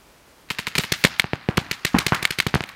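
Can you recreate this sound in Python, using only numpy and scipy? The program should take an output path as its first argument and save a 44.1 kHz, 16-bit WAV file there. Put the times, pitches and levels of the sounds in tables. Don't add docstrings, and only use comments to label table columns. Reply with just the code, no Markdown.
import sys
import numpy as np
from scipy import signal
from scipy.fft import rfft, irfft
from scipy.io import wavfile
from scipy.ndimage import uniform_filter1d

SR = 44100
rng = np.random.default_rng(int(sys.argv[2]) if len(sys.argv) > 2 else 0)


def bounce(signal):
    frames = np.transpose(np.atleast_2d(signal))
    limited = np.clip(frames, -1, 1)
    pcm = np.round(limited * 32767).astype(np.int16)
    wavfile.write(sys.argv[1], SR, pcm)


def invert_db(level):
    return 10 ** (np.asarray(level, dtype=float) / 20)


N = 121275

# frequency_hz, density_db (per Hz)
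JET_SPECTRUM = [(350, -39), (600, -14.5), (1330, -5), (2310, 0), (3890, -1), (5330, -5.5), (5950, -7.5),
                (14100, -15), (16000, -25)]
BARREL_HZ = 2320
LEAD_S = .001


def evened(x):
    return x / np.sqrt(np.mean(x ** 2) + 1e-20)


def read(points, hz):
    f, value = np.transpose(points)
    return np.interp(np.log(hz + 1), np.log(f + 1), value)


def add(mix, s, sound):
    part = mix[round(s * SR):][:len(sound)]
    part += sound[:len(part)]


def dull(x, hz):
    return signal.lfilter(*signal.butter(2, min(hz, 20000) / (SR / 2)), x)


def hiss(points, count):
    spectrum = rfft(rng.standard_normal(count))
    gain = invert_db(read(points, np.fft.rfftfreq(count, 1 / SR)))
    return evened(irfft(spectrum * gain, count))


def ring(hz, t60, count=4000):
    t = np.arange(count) / SR
    return np.sin(2 * np.pi * hz * t) * invert_db(-60 * t / t60)


def echoes(mix, s, db, sound, paths):
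    scatter_ms, scatter_db = .12, 1
    for (ms, path_db, hz), (a, b) in zip(paths, rng.standard_normal((len(paths), 2))):
        delay_ms = ms + scatter_ms * a * min(ms / 3, 1)
        sharpened = sound + 2.3 * (hz / 16000) ** 3 * np.gradient(sound)
        add(mix, s + delay_ms / 1000, invert_db(db + path_db + scatter_db * b) * dull(sharpened, hz))


def field(x, db, top_hz=16000):
    # frequency_hz, t60_s
    decay_times = [(100, 0.72), (250, 0.25), (450, 0.07), (1500, 1.86), (4000, 1.75), (6000, 0.85),
                   (8000, 0.04), (16000, 0.01)]
    # frequency_hz, level_db
    strengths = [(60, 8), (250, 7), (600, -1), (1500, 5.5), (3000, 0.5), (6000, 4), (10000, 22), (16000, 7)]
    gap_s, patchy_db, flicker_db = 0.0068, 0.5, 2.2
    hz, t, z = signal.stft(dull(x, top_hz), SR, nperseg=256, noverlap=192)
    power = uniform_filter1d(abs(z) ** 2, size=9, axis=0)
    fade = invert_db(-60 * t / read(decay_times, hz)[:, None]) ** 2
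    fade = fade * np.clip(t / gap_s - .5, 0, 1)
    response = fade * invert_db(read(strengths, hz)[:, None]) ** 2 / 100
    linger = abs(signal.fftconvolve(power, response, axes=1)[:, :len(t)])
    a, b, c = rng.standard_normal((3,) + z.shape)
    patches = evened(uniform_filter1d(uniform_filter1d(c, size=40, axis=0), size=3, axis=1))
    flicker = evened(uniform_filter1d(c, size=3, axis=1)[:60].mean(0))
    unevenness = invert_db(patchy_db * patches + flicker_db * flicker)
    tail = signal.istft(np.sqrt(linger) * (a + 1j * b) * unevenness, SR, nperseg=256, noverlap=192)[1]
    return x + invert_db(db) * tail[:N]


def air():
    # frequency_hz, density_db (per Hz)
    quiet = [(59, -35), (100, -5), (129, -0.5), (637, -3.5), (724, -7), (840, -4), (5960, -16),
             (15200, -22), (16200, -24)]
    air_db, wind_db, wind_hz = -53, -63, 55.3
    slow = [uniform_filter1d(uniform_filter1d(rng.standard_normal(N), 2000), 2000) for _ in range(2)]
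    swell, gust = evened(slow[0]), evened(slow[1])
    wind = hiss([(15, -20), (wind_hz, 0), (110, -14), (300, -50), (16000, -90)], count=N)
    return invert_db(air_db + .5 * swell) * hiss(quiet, count=N) + invert_db(wind_db + 3 * gust / 2) * wind


def debris():
    # start_s, level_db, t60_s
    rattles = [
        (1.952, -24.5, 0.34),
        (1.9501, -19, 0.02),
        (1.963, -20, 0.012),
        (2.124, -24, .4),
        (1.5, -35.5, 0.24),
        (1.489, -44, 0.37),
    ]
    # frequency_hz, density_db (per Hz)
    rattle_spectrum = [(200, -6.5), (600, -7), (1200, 6), (2000, -0.5), (3500, -15.5), (16000, -57)]
    # start_s, level_db
    specks = [(1.029, -30), (1.073, -21), (1.173, -46), (1.187, -26), (1.2575, -33), (1.2645, -38),
              (1.348, -38), (1.3508, -33), (1.3568, -28), (1.502, -37), (1.551, -38), (1.562, -35),
              (1.701, -42), (1.9695, -26), (2.274, -26), (2.382, -31), (2.621, -26), (2.661, -27),
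              (2.7185, -32)]
    # start_s, length_s, level_db
    sprays = [
        (0.799, 0.047, -44),
        (.96, 0.076, -49.5),
        (1.189, 0.012, -41),
        (2.666, 0.044, -58),
    ]
    out, t = np.zeros(N), np.arange(12000) / SR
    for s, db, t60 in rattles:
        lumps = invert_db(3.1 * evened(uniform_filter1d(rng.standard_normal(len(t)), 60)))
        envelope = invert_db(db - 60 * t / t60) * np.minimum(t / 0.00077, 1)
        add(out, s, envelope * lumps * hiss(rattle_spectrum, count=12000))
    for s, db in specks:
        add(out, s, invert_db(db - 60 * t[:200] / 0.0015) * dull(rng.standard_normal(200), 9400))
    for s, length, db in sprays:
        k = round(length * SR)
        clumps = invert_db(2.3 * evened(uniform_filter1d(rng.standard_normal(4000), 40)))
        grains = rng.standard_normal(4000) * clumps
        add(out, s, invert_db(db) * np.hanning(k) ** 0.24 * np.diff(grains)[:k])
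    return out


def slap(ms):
    return -np.exp(-abs((np.arange(4000) / SR - LEAD_S) * 1000 / ms) ** 1.7)


def bunkers():
    # start_s, slap_db, boom_db, boom_hz, slap_width_ms
    hits = [(0.7904, -12, -15, 161, 0.35), (1.0482, -0.5, -9, 170, 0.28), (1.2426, -6.5, -19, 146, 0.11),
            (1.3337, -2, -14.5, 120, 0.13), (1.4881, -4, -8, 145, 0.11), (1.5795, 0.5, -7.5, 142, 0.14),
            (1.9443, -6, -22, 240, 0.25), (1.9450, -14, -6, 240, .2), (1.9485, -12, -16, 270, 0.2),
            (1.9556, -18, -18, 190, 0.44), (1.9612, -13, -17, 200, 0.15), (1.9661, -12, -12, 190, 0.1),
            (2.1216, -7.5, -14, 138.5, 0.23), (2.1225, 1.5, -14.5, 145, 0.15),
            (2.4659, -6.5, -11, 147, 0.13), (2.5416, 1, -10, 142, 0.11), (2.5554, -1.5, -9, 140, 0.13),
            (2.607, -4.5, -20.5, 132, 0.082)]
    # delay_ms, level_db, top_hz
    hit_paths = [(0.694, -27, 5500), (5.5, -21, 790), (13.97, -22, 6100), (22.7, -19.5, 9400)]
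    # start_s, level_db, width_ms
    whips = [
        (1.9502, -3, .18),
        (1.9512, -10, .3),
        (1.9631, -8, .25),
        (2.1272, -15, .15),
        (2.1314, -12, .15),
        (2.1326, -13, .15),
    ]
    # start_s, level_db,
    # width_ms
    rebounds = [(1.0488, -3, 0.16), (1.2438, -27, .08), (1.3341, -8.5, .14), (1.3359, -18, .12),
                (1.4885, -5.5, .26), (1.5802, -5.5, 0.13), (2.4666, -13, 0.15), (2.5422, -10, 0.11),
                (2.556, -12, .1), (2.6074, -23, 0.068), (2.6386, -13.5, 0.086)]
    boom_t60, boom_lag_s, overtone_ratio, overtone_db = .019, .0011, 3.53, -11
    push, push_s = .42, .0024
    return_turns, return_db, return_ms = .78, -9, .6
    shell_hz, shell_t60, shell_db = 3150, .007, -19
    flap_hz, flap_t60, flap_db = 760, 0.12, -27
    out, t = np.zeros(N), np.arange(4000) / SR
    for s, db, boom_db, hz, ms in hits:
        add(out, s - LEAD_S, invert_db(db) * slap(ms))
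        echoes(out, s - LEAD_S, db, np.gradient(slap(ms)) * ms * SR / 1000, hit_paths)
        boom = ring(hz, boom_t60) + invert_db(overtone_db) * ring(hz * overtone_ratio, boom_t60)
        add(out, s + boom_lag_s, invert_db(boom_db + 2.2) * boom)
        shove = np.exp(-t / push_s) - np.exp(-t / .0003)
        add(out, s + 0.00026, invert_db(boom_db + 3) * push * shove)
        dent = -np.exp(-((t - .003) * 1000 / return_ms) ** 2)
        add(out, s + return_turns / hz - .003, invert_db(boom_db + return_db) * dent)
        shell = (ms < .2) * ring(shell_hz * rng.uniform(.9, 1.05), shell_t60)
        add(out, s + .0002, invert_db(db + shell_db) * shell)
        flap = hiss([(200, -10), (flap_hz, 0), (4000, -16), (16000, -40)], count=4000)
        add(out, s, invert_db(.5 * (db + boom_db) + flap_db - 60 * t / flap_t60) * flap)
    for s, db, ms in whips:
        add(out, s - LEAD_S, -invert_db(db) * slap(ms))
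    for s, db, ms in rebounds:
        add(out, s - LEAD_S, invert_db(db) * slap(ms))
    return out


def pop(hz):
    width_ms, ring_t60 = .058, 0.0099
    suck, suck_lag, suck_wide = .85, 2.7, 1.3
    u = (np.arange(400) / SR - LEAD_S) * 1000 / width_ms
    jump = np.exp(-u ** 2) - suck * np.exp(-((u - suck_lag) / suck_wide) ** 2)
    edge = np.gradient(np.exp(-(u * 4) ** 2)) * 2
    barrel = np.pad(ring(hz * rng.uniform(.98, 1.02), ring_t60, count=340), (60, 0))
    upper = np.pad(ring(3380, ring_t60, count=340), (60, 0))
    return jump + invert_db(-10) * edge + invert_db(-17.5) * barrel + invert_db(-16.5) * upper


def marker(shots, paths, hiss_db, hiss_t60, thud_db, thud_s):
    out, t = np.zeros(N), np.arange(4000) / SR
    thud = ring(190, 0.019) + 0.46 * ring(953, 0.021) + 0.41 * ring(423, 0.019)
    for s, db, echo_db, hz in shots:
        add(out, s - LEAD_S, invert_db(db) * pop(hz))
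        echoes(out, s - LEAD_S, echo_db, pop(hz), paths)
        add(out, s, invert_db(echo_db + hiss_db - 60 * t / hiss_t60) * hiss(JET_SPECTRUM, count=4000))
        add(out, s + thud_s, invert_db(echo_db + thud_db) * thud)
    return out


def far_marker():
    # start_s, pop_db, echo_db, barrel_hz
    shots = [
        (.4887, -34, -38, 2800),
        (.5029, -11.5, -9.5, 2830),
        (.5862, -12.5, -10, 2550),
        (.6697, -6.5, -11.5, 2270),
        (.7534, -4.5, -10, 2450),
        (.8368, -11.5, -13.5, 2220),
    ]
    # delay_ms, level_db, top_hz
    paths = [(0.444, -4.5, 8800), (3.24, -6, 7600), (3.823, 0.5, 3500), (4.806, -1, 6700), (4.83, -9, 9000),
             (6.974, -4, 5700), (10.1, -27, 9000), (13.7, -10, 17300), (16.63, -11, 7600),
             (18.5, -26, 11000), (46, -17, 13000)]
    return marker(shots, paths, hiss_db=-18.5, hiss_t60=0.12, thud_db=-9.5, thud_s=0.00527)


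def aimed_marker():
    # start_s, pop_db, echo_db, barrel_hz
    shots = [
        (1.0498, 9, 1, 2240),
        (1.1972, 11, -1.5, 2260),
        (2.2527, 8, -6.5, 2280),
        (2.4015, 4.5, -5.5, 2200),
        (2.6388, -14, -26, 2300),
        (2.69, -25.5, -24, 2300),
    ]
    # delay_ms, level_db, top_hz
    paths = [(0.464, -2.5, 9000), (2.749, -3, 16000), (3.306, -13, 9000), (5.03, -16, 4700),
             (8.95, -19, 9800), (18.1, -23, 7400), (23, -16, 14800), (36.6, -26, 13000)]
    return marker(shots, paths, hiss_db=-18, hiss_t60=.03, thud_db=-18, thud_s=0.00054)


def near_marker():
    # start_s, pop_db, jet_db, thud_db
    shots = [(0.7814, -4.5, -13.5, -16), (0.9209, -9, -14, -13), (1.04, 0.5, -14, -21),
             (1.5727, -9, -20.5, -18.5), (1.7129, -7, -21, -20), (1.8498, -7, -15, -14.5),
             (1.986, -6.5, -16, -15.5), (2.0656, -3.5, -16, -14.5), (2.1468, -10, -23.5, -32),
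             (2.227, -16, -21, -20.5), (2.3069, -10, -21, -22), (2.387, -8, -21.5, -19.5),
             (2.4674, -11.5, -24.5, -36), (2.5475, -17, -24.5, -21)]
    # delay_ms, level_db, top_hz
    paths = [(0.436, 0.5, 10700), (4.3, -7, 9000), (5.563, -14, 20000), (15.48, -12, 8100),
             (18.4, -10.5, 6300), (22.06, -16, 6300), (23, -39, 6000), (27.15, -13, 12000),
             (30.6, -17, 14000)]
    hold_s, fall_t60 = 0.0064, 0.015
    jet_echo_s, jet_echo_db, jet_echo_t60 = 0.015, -8.5, 0.098
    thud_hz, thud_lag_s, thud_t60 = 159, 0.00047, 0.027
    bolt_s, bolt_db, bolt_hz = .041, -23, (8500, 12800)
    leak_db, leak_t60 = -28, 0.46
    out, t = np.zeros(N), np.arange(4000) / SR
    jet = np.minimum(t / 0.004, 1) * invert_db(-60 * np.maximum(t - hold_s, 0) / fall_t60)
    for s, db, jet_db, thud_db in shots:
        add(out, s - LEAD_S, invert_db(db) * pop(BARREL_HZ))
        echoes(out, s - LEAD_S, .5 * (db + jet_db) + 2.5, pop(BARREL_HZ), paths)
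        add(out, s - .0023, invert_db(jet_db) * jet * hiss(JET_SPECTRUM, count=4000))
        jet_echo = dull(hiss(JET_SPECTRUM, count=4000), 6800)
        add(out, s + jet_echo_s, invert_db(jet_db + jet_echo_db - 60 * t / jet_echo_t60) * jet_echo)
        thud = ring(thud_hz, thud_t60) + 0.93 * ring(367, 0.016)
        add(out, s + thud_lag_s, -invert_db(thud_db) * thud)
        bolt = sum(ring(hz * rng.uniform(.96, 1.04), .007) for hz in bolt_hz)
        add(out, s + bolt_s, invert_db(jet_db + bolt_db) * bolt)
        leak = np.diff(rng.standard_normal(8001)) * invert_db(-60 * np.arange(8000) / SR / leak_t60)
        add(out, s, invert_db(jet_db + leak_db) * dull(leak, 10500))
    return out


def ducking(x):
    from_db, share, recover_db_per_s = -19.5, 0.42, 13
    power_db = 10 * np.log10(abs(uniform_filter1d(x ** 2, size=200)) + 1e-12)
    rise = np.arange(N) / SR * recover_db_per_s / share
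    held_db = np.maximum.accumulate(power_db + rise) - rise
    return invert_db(-share * np.maximum(held_db - from_db, 0))


def scene():
    play = field(far_marker(), -12) + field(near_marker(), -13.5) + field(aimed_marker(), -39)
    play = play + field(bunkers(), -13, top_hz=4500) + debris()
    low_cut_hz = 74
    carried = signal.lfilter(*signal.butter(2, low_cut_hz / (SR / 2), "high"), play)
    return (carried + ducking(play) * air())[None]


def top_cut(x):
    return signal.sosfilt(signal.butter(12, 16480, fs=SR, output="sos"), x)


def record(dry):
    edge = signal.firwin(161, 15950, window=("kaiser", 9), fs=SR)[None]
    mix = signal.oaconvolve(np.clip(dry, -1, 1), edge, "same")
    return top_cut(mix)


dry = scene()
out = record(dry)
bounce(out)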